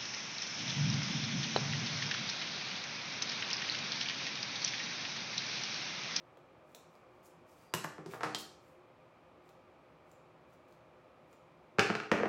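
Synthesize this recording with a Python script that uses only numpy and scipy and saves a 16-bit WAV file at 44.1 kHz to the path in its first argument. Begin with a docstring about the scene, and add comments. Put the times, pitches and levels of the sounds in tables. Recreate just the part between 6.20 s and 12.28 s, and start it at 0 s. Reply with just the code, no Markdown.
"""Faint ticks of a thin wooden stick being tried in a cork, over the soft hum of ventilation.
The stick slides with a thin squeak and drops on the table. Scissors are picked up, snap shut and are
twisted into the cork, then clatter down and rock to rest; a heavy knock rebounds on the table.
Each impact is a noise crack plus ringing modes, and the table top thumps under the harder ones.
All is heard from about a metre away in a small, hard-walled room."""
import sys
import numpy as np
from scipy import signal
from scipy.fft import rfft, irfft
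from scipy.io import wavfile
from scipy.ndimage import uniform_filter1d

SR = 44100
rng = np.random.default_rng(int(sys.argv[2]) if len(sys.argv) > 2 else 0)


def master(y):
    """Save y as 16-bit WAV."""
    cut = np.clip(np.atleast_2d(y).T, -1, 1)
    pcm = np.round(cut * 32767)  # scale
    wavfile.write(sys.argv[1], SR, pcm.astype(np.int16))


N = 268348

# stick and scissor tip catch in the cork: (time [s], level [dB], treble [dB], ping [Hz])
CORK_CATCHES = [(.172, -60.5, -8.5, 3480), (.548, -52.5, 11.5, 3450), (.753, -63, -8, 5000),
                (3.291, -62.5, -2.5, 4400), (3.9153, -68.5, 10, 7200), (4.33, -72, -2, 6300),
                (4.524, -70, 4, 4400), (5.129, -65.5, 0.5, 7000)]


def undb(db):
    """Decibels to gain."""
    return 10 ** (np.asarray(db) / 20)


def unit(x):
    """Scale to an energy of one."""
    return x / np.sqrt(np.sum(x ** 2))


def burst(db):
    """Gain that gives a hit the energy of ten milliseconds at this level."""
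    return undb(db) * np.sqrt(SR / 100)


def along(points, hz):
    """Read a (frequency, value) curve on a log-frequency axis."""
    f, value = np.transpose(points)
    return np.interp(np.log(hz + 1), np.log(f), value)


def add(out, s, x):
    """Mix x into out from time s."""
    i = max(int(s * SR), 0)
    out[i:i + len(x)] += x[:max(N - i, 0)]


def bins(size):
    """Frequencies of a spectrum of this many samples."""
    return np.fft.rfftfreq(size, 1 / SR)


def equalise(x, db):
    """Minimum-phase EQ in dB per bin, so nothing rings ahead of an attack."""
    cepstrum = irfft(db * np.log(10) / 20, len(x))
    cepstrum[1:len(x) // 2] *= 2
    cepstrum[len(x) // 2 + 1:] = 0
    return irfft(rfft(x) * np.exp(rfft(cepstrum)), len(x))


def shelves(hz, bass_db, treble_db, bass_hz=380, treble_hz=2900):
    """Shelving curve in dB: a heavy contact adds bass, a hard one adds treble."""
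    return bass_db / (1 + (hz / bass_hz) ** 2) + treble_db / (1 + (treble_hz / (hz + 1)) ** 4)


def flatten(x, width_hz):
    """Level out the broad humps of a noise burst and keep its fine grain."""
    power = uniform_filter1d(abs(rfft(x)) ** 2, max(int(width_hz * len(x) / SR), 1))
    return unit(equalise(x, -10 * np.log10(np.maximum(power, power.max() * 1e-6))))


def ring(modes, t):
    """Decaying sines, each with the energy of its level; neighbours swing in opposite directions."""
    return sum((-1) ** k * undb(db) * unit(np.sin(2 * np.pi * hz * t) * 1000 ** (-t / t60))
               for k, (hz, db, t60) in enumerate(modes))


def dense_modes(t60s, stretch, attack, size):
    """Noise whose bands die in stretch times their T60; attack is the share of that spent fading in."""
    t, log_hz = np.arange(size) / SR, np.log(bins(size) + 1)
    noise, out = rfft(rng.standard_normal(size)), 0
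    centres = np.geomspace(60, 16000, 12)
    for centre, share in zip(centres, np.eye(len(centres))):
        band = irfft(noise * np.interp(log_hz, np.log(centres), share), size)
        age = t / (stretch * along(t60s, centre))
        out = out + band * 1000 ** -age * np.minimum(age / attack, 1)
    return out


def with_send(x, send_db):
    """Pair the direct sound with its send to the room."""
    return np.array([x, x * undb(send_db)])


def impacts(hits, body_eq, modes, stretch, attack, send_db, size=16384):
    """Each hit is a short crack of dense modes plus the ring of the struck body."""
    # decay of the crack before stretching: (frequency [Hz], T60 [s])
    crack_decay = [(120, 0.13), (450, 0.019), (1500, 0.018), (4000, 0.0096), (12000, 0.032)]
    out, t, hz = np.zeros(N), np.arange(size) / SR, bins(size)
    for s, db, bass_db, treble_db in hits:
        crack = flatten(dense_modes(crack_decay, stretch, attack, size), width_hz=223)
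        body = unit(equalise(crack, along(body_eq, hz))) + ring(modes, t)
        add(out, s, unit(equalise(body, shelves(hz, bass_db, treble_db))) * burst(db))
    return with_send(out, send_db)


def thumps(hits, hz, gain_db, t60_s, send_db, lag_s=.0012, bass_push=.3):
    """The table top flexes under each hit: a low damped swing, its pitch set by the spot."""
    out, t = np.zeros(N), np.arange(SR // 2) / SR
    swing = ring([(hz, gain_db, t60_s)], t)
    for s, db, bass_db, _ in hits:
        add(out, s + lag_s, swing * burst(db + bass_push * bass_db))
    return with_send(out, send_db)


def bounces(start_s, gap_s, first_db, step_db, count, restitution=.685):
    """Hits that come ever sooner and weaker; first_db and step_db are (level, bass, treble)."""
    k = np.arange(count)
    times = start_s + np.append(0, np.cumsum(gap_s * restitution ** k[:-1]))
    return np.column_stack([times, np.array(first_db) + np.outer(k, step_db)]).tolist()


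def ventilation(level_db=-61):
    """A steady bed of air noise, humming at the resonances of the duct."""
    # spectrum of the moving air: (frequency [Hz], relative level [dB])
    air_eq = [(15, -60), (25, -35), (70, -8), (166, -5), (195, -9), (223, -7), (326, -5), (354, -6),
              (427, -7), (516, -5.5), (840, -8), (1230, -16.5), (2480, -21), (3080, -24.5), (16000, -55.5)]
    # duct resonances: (frequency [Hz], width [Hz], boost [dB])
    duct_peaks = [(120.7, 5, 6), (162.1, 7.7, 7), (359.6, 10.9, 13), (521.2, 14.6, 10.5), (616, 22, 7),
                  (1215, 330, 8.5), (2384, 300, 5.5)]
    hz = bins(N)
    hum_db = sum(db / (1 + (2 * (hz - centre) / width) ** 2) for centre, width, db in duct_peaks)
    air = equalise(rng.standard_normal(N), along(air_eq, hz) + hum_db)
    return unit(air) * np.sqrt(N) * undb(level_db)


def hiss_and_slides(grain_db=5, flutter_db=2.5, hiss_lead_s=.008):
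    """Faint hiss and soft sliding sounds: swells of noise whose tiny, uneven grains come in bunches."""
    # a very faint swell of high hiss, then soft sliding sounds:
    # (centre [s], half length [s], level [dB], treble [dB])
    swells = [(.958, .05, -86, 8), (1.058, 0.023, -67, 24), (1.313, 0.037, -73.5, 8),
              (1.409, 0.067, -74, -10), (1.93, 0.033, -57.5, -19), (2.198, 0.018, -54, 2),
              (2.478, 0.06, -79, 0)]
    # tone of the hiss: (frequency [Hz], gain [dB])
    hiss_eq = [(500, -18.5), (2500, -2.5), (4800, 1.5), (7500, 2), (9000, -0.5), (11000, -2), (16000, -1.5)]
    # a faint, brief hiss surrounds each tick; columns as in swells
    tick_hiss = [(s - hiss_lead_s, .044, -82.5, -6) for s, *_ in CORK_CATCHES]
    out, t, hz = np.zeros(N), np.arange(SR) / SR - .5, bins(SR)
    for s, half_s, db, treble_db in swells + tick_hiss:
        flutter = np.interp(t, np.linspace(-.5, .5, 300), rng.standard_normal(300))
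        texture_db = grain_db * np.minimum(rng.exponential(size=SR), 5) + flutter_db * flutter
        grains = rng.standard_normal(SR) * undb(texture_db)
        hiss = unit(equalise(grains, along(hiss_eq, hz) + shelves(hz, 0, treble_db))) * np.sqrt(SR)
        add(out, s - .5, hiss * undb(db) * np.exp(-(t / half_s) ** 2))
    return with_send(out, send_db=-2)


def cork_ticks(bass_db=-1.5, ping_db=-9.5, ping_t60_s=.0035):
    """A tip catches in the cork: tiny dry cracks, each with its own brief ping."""
    # tone of the cork: (frequency [Hz], gain [dB])
    cork_eq = [(150, -55), (450, 21), (1700, 3), (2600, 1.5), (3600, 0), (4400, -4), (7000, -1.5),
               (10000, -11), (16000, -6.5)]
    return sum(impacts([(s, db, bass_db, treble_db)], cork_eq, [(hz, ping_db, ping_t60_s)],
                       stretch=.83, attack=.06, send_db=-2)
               for s, db, treble_db, hz in CORK_CATCHES)


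def stick_squeak(start_s=1.36, release_s=1.535, hz=4770, width_hz=160, level_db=-75):
    """The tip slides over the mat: uneven friction drives one mode, swelling until the stick is let go."""
    t = np.arange(N) / SR
    lowpass = signal.butter(2, width_hz / 2, fs=SR, output="sos")
    grip = unit(signal.sosfilt(lowpass, rng.standard_normal(N))) * np.sqrt(N)
    swell = np.interp(t, [start_s, release_s], [0, 1], right=0)
    return with_send(grip * swell * undb(level_db) * np.sin(2 * np.pi * hz * t), send_db=0)


def stick_drop():
    """The stick lands on one end, then the other, and bounces once."""
    # landings: (time [s], level [dB], bass [dB], treble [dB])
    hits = [(1.5382, -30.5, -1.5, -2.5), (1.5482, -39.5, 0, 1.5), (1.641, -47, -7, -4),
            (1.6442, -36, -12.5, -17)]
    # tone of the wood: (frequency [Hz], gain [dB])
    wood_eq = [(60, -28), (110, -3), (165, 8.5), (210, 5.5), (280, 2.5), (700, -1.5), (1050, -0.5),
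               (1800, -2), (2300, -8.5), (2850, -4), (3400, -10.5), (7500, -8.5), (9000, -15),
               (13000, -12.5), (16000, -28)]
    # ring of the stick: (frequency [Hz], level [dB], T60 [s])
    modes = [(1040, -10, 0.034), (1660, -23, .07), (2860, -13, 0.034), (3978, -19.5, .07),
             (5254, -17, .035), (6650, -15, 0.071), (8020, -16.5, 0.037)]
    clack = impacts(hits, wood_eq, modes, stretch=.86, attack=.052, send_db=-3)
    return clack + thumps(hits, hz=156.7, gain_db=-6.5, t60_s=.11, send_db=-5.5)


def scissor_grab(ring_hz=876, ring_db=-23.5, ring_t60_s=.27):
    """Fingers grab the scissors and bump their handles on the table; once a hand lands heavily on it."""
    # bumps of the handles, the second row a hand landing on the table: (time [s], level [dB], bass [dB], treble
    # [dB])
    hits = [(1.781, -45, 15.5, -7), (1.8605, -45, 23.5, 12), (1.936, -42, 0, -18),
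            (2.0075, -40.7, -9, -7.5), (2.0324, -32, -8, -2), (2.046, -40, 2.5, -2)]
    # tone of the handles on the table: (frequency [Hz], gain [dB])
    handle_eq = [(60, -30), (130, 0.5), (220, -4.5), (400, 2.5), (620, -3), (900, -1), (1300, -0.5),
                 (1700, -5.5), (2000, -9.5), (2400, -10.5), (3200, -19), (5200, -19), (10000, -33),
                 (16000, -46)]
    bumps = impacts(hits, handle_eq, [(ring_hz, ring_db, ring_t60_s)], stretch=1.2, attack=.03, send_db=.5)
    return bumps + thumps(hits, hz=402, gain_db=-7, t60_s=.12, send_db=-6.5)


def blade_snap():
    """The blades snap together with a bright double click."""
    # blade contacts: (time [s], level [dB], bass [dB], treble [dB])
    hits = [(2.1475, -35, 5.5, 1), (2.156, -46.5, 7, -4)]
    # tone of the click: (frequency [Hz], gain [dB])
    blade_eq = [(70, -21), (200, 0), (800, -3), (1900, -4.5), (2800, -3.5), (3500, 0.5), (5000, 1.5),
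                (6200, -9), (7200, -5), (9000, -15.5), (16000, -28)]
    # ring of the blades: (frequency [Hz], level [dB], T60 [s])
    modes = [(2790, -21, .06), (3177, -9, .07), (3240, -13, .06), (4130, -15, 0.06), (5070, -18, 0.014)]
    return impacts(hits, blade_eq, modes, stretch=.51, attack=.058, send_db=-3)


def blade_chatter(count=4, fade_db=-4.5, scatter_db=1):
    """The loose blades touch at chance moments, fading over each spell; gives rows of hits."""
    # spells after the drop and the knock: (start [s], end [s], level [dB], bass [dB], treble [dB])
    spells = [(5.61, 5.68, -37, -15, -1), (5.931, 6.04, -38, -15, -12)]
    hits = []
    for start, end, db, bass_db, treble_db in spells:
        for k in range(count):
            progress = (k + rng.random()) / count
            touch_db = db + fade_db * progress + scatter_db * rng.standard_normal()
            hits.append((start + progress * (end - start), touch_db, bass_db, treble_db))
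    return hits


def scissor_drop():
    """The scissors land handles first, then blades, fall back once, chatter and rock to rest."""
    # landings: (time [s], level [dB], bass [dB], treble [dB])
    landings = [(5.5846, -35, 3, 3), (5.586, -25, 8.5, -22), (5.5934, -23, -6, 6.5),
                (5.5952, -25, -9.5, -4), (5.6955, -34.5, 5, -12), (5.701, -30.5, -2, -8)]
    # tone of the clatter: (frequency [Hz], gain [dB])
    scissor_eq = [(55, -41), (95, -5.5), (150, 1), (210, 3), (280, 1.5), (430, 4.5), (580, -3), (800, -1),
                  (1050, -5.5), (1400, 3), (2000, -6.5), (2600, -3.5), (3400, -15), (5200, -17.5),
                  (7500, -29), (10000, -40.5), (16000, -51)]
    # ring of the scissors: (frequency [Hz], level [dB], T60 [s])
    modes = [(429, -16.5, 0.09), (1230, -32, 0.23), (1444, -16.5, 0.09), (2500, -29, .14),
             (2636, -26, 0.096), (2750, -23, .1), (4070, -29, 0.11), (4900, -50, 0.11)]
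    rocking = bounces(start_s=5.7518, gap_s=.0488, first_db=(-33.5, -1.5, 2),
                      step_db=(-5.5, -7, -4.5), count=4)
    hits = landings + rocking + blade_chatter()
    clatter = impacts(hits, scissor_eq, modes, stretch=.85, attack=.043, send_db=-2)
    return clatter + thumps(landings, hz=197, gain_db=-5, t60_s=.092, send_db=-11)


def table_knock():
    """A heavy knock on the table top, followed by three duller rebounds."""
    # the knock: (time [s], level [dB], bass [dB], treble [dB])
    first_hit = [(5.9153, -19.9, 0, 5.1)]
    # tone of the table top: (frequency [Hz], gain [dB])
    table_eq = [(55, -33), (95, -12), (200, -3), (280, -5), (460, 2), (700, -10), (1100, -10.5),
                (1800, -12), (2800, -21.5), (3900, -35.5), (6000, -36.5), (8000, -50), (16000, -67)]
    # ring of the table top: (frequency [Hz], level [dB], T60 [s])
    modes = [(514, -10, 0.066), (593, -14.5, 0.1), (710, -18, .06), (1890, -15, 0.033)]
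    hits = first_hit + bounces(start_s=6, gap_s=.033, first_db=(-28.5, 1.5, -11),
                               step_db=(-2, -1.5, 4.5), count=3)
    knocks = impacts(hits, table_eq, modes, stretch=.99, attack=.064, send_db=-2)
    return knocks + thumps(hits, hz=492, gain_db=-3, t60_s=.033, send_db=-10.5)


def room(send, predelay_s=.0015, build_s=.0046, low_shelf_db=-7, shelf_hz=800):
    """Cupboards and walls answer within milliseconds: single standing waves below, a dense wash above."""
    # decay of the wash before stretching: (frequency [Hz], T60 [s])
    wash_decay = [(100, 0.26), (300, 0.27), (1000, 0.59), (2500, 0.31), (5000, 0.57), (9000, 0.37),
                  (15000, 0.12)]
    # standing waves: (frequency [Hz], level [dB], T60 [s])
    standing_waves = [(121.6, -29.5, 0.49), (148.2, -30, 0.33), (186.5, -35.5, 0.45), (208.9, -26.5, 0.57),
                      (229, -35, 0.15), (307, -24, 0.61), (373, -28, 0.91), (391.7, -28.5, 0.4),
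                      (406, -32, 0.32), (428.7, -32, .8), (480, -26, .45), (506, -38, 0.99),
                      (568, -28.5, 0.44), (622, -28, 0.38), (662, -35, 0.54), (689.5, -23.5, 0.34),
                      (725.5, -28.5, 0.5), (772, -25, 0.7), (797, -28, 0.43), (882, -26.5, 0.6)]
    t = np.arange(SR) / SR
    wash = flatten(dense_modes(wash_decay, stretch=.93, attack=.0038, size=SR), width_hz=43)
    wash = equalise(wash, low_shelf_db / (1 + (bins(SR) / shelf_hz) ** 4))
    tail = (wash + ring(standing_waves, t)) * np.clip((t - predelay_s) / build_s, 0, 1)
    return signal.fftconvolve(send, unit(tail))[:N]


def scene(low_cut_hz=91):
    """Handling sounds and their reverb over the ventilation bed."""
    direct, send = (hiss_and_slides() + cork_ticks() + stick_squeak() + stick_drop()
                    + scissor_grab() + blade_snap() + scissor_drop() + table_knock())
    # a steep low cut leaves the handling sounds without deep bass
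    low_cut = signal.butter(5, low_cut_hz, "high", fs=SR, output="sos")
    handling = signal.sosfilt(low_cut, direct + room(send))
    return (handling + ventilation())[None]


def record(dry, hiss_db=-92, high_cut_hz=15950):
    """A trace of microphone hiss, then a steep high cut."""
    hiss = rng.standard_normal(dry.shape) * undb(hiss_db)
    return signal.sosfilt(signal.ellip(10, .2, 70, high_cut_hz, fs=SR, output="sos"), dry + hiss)


dry = scene()
out = record(dry)
master(out)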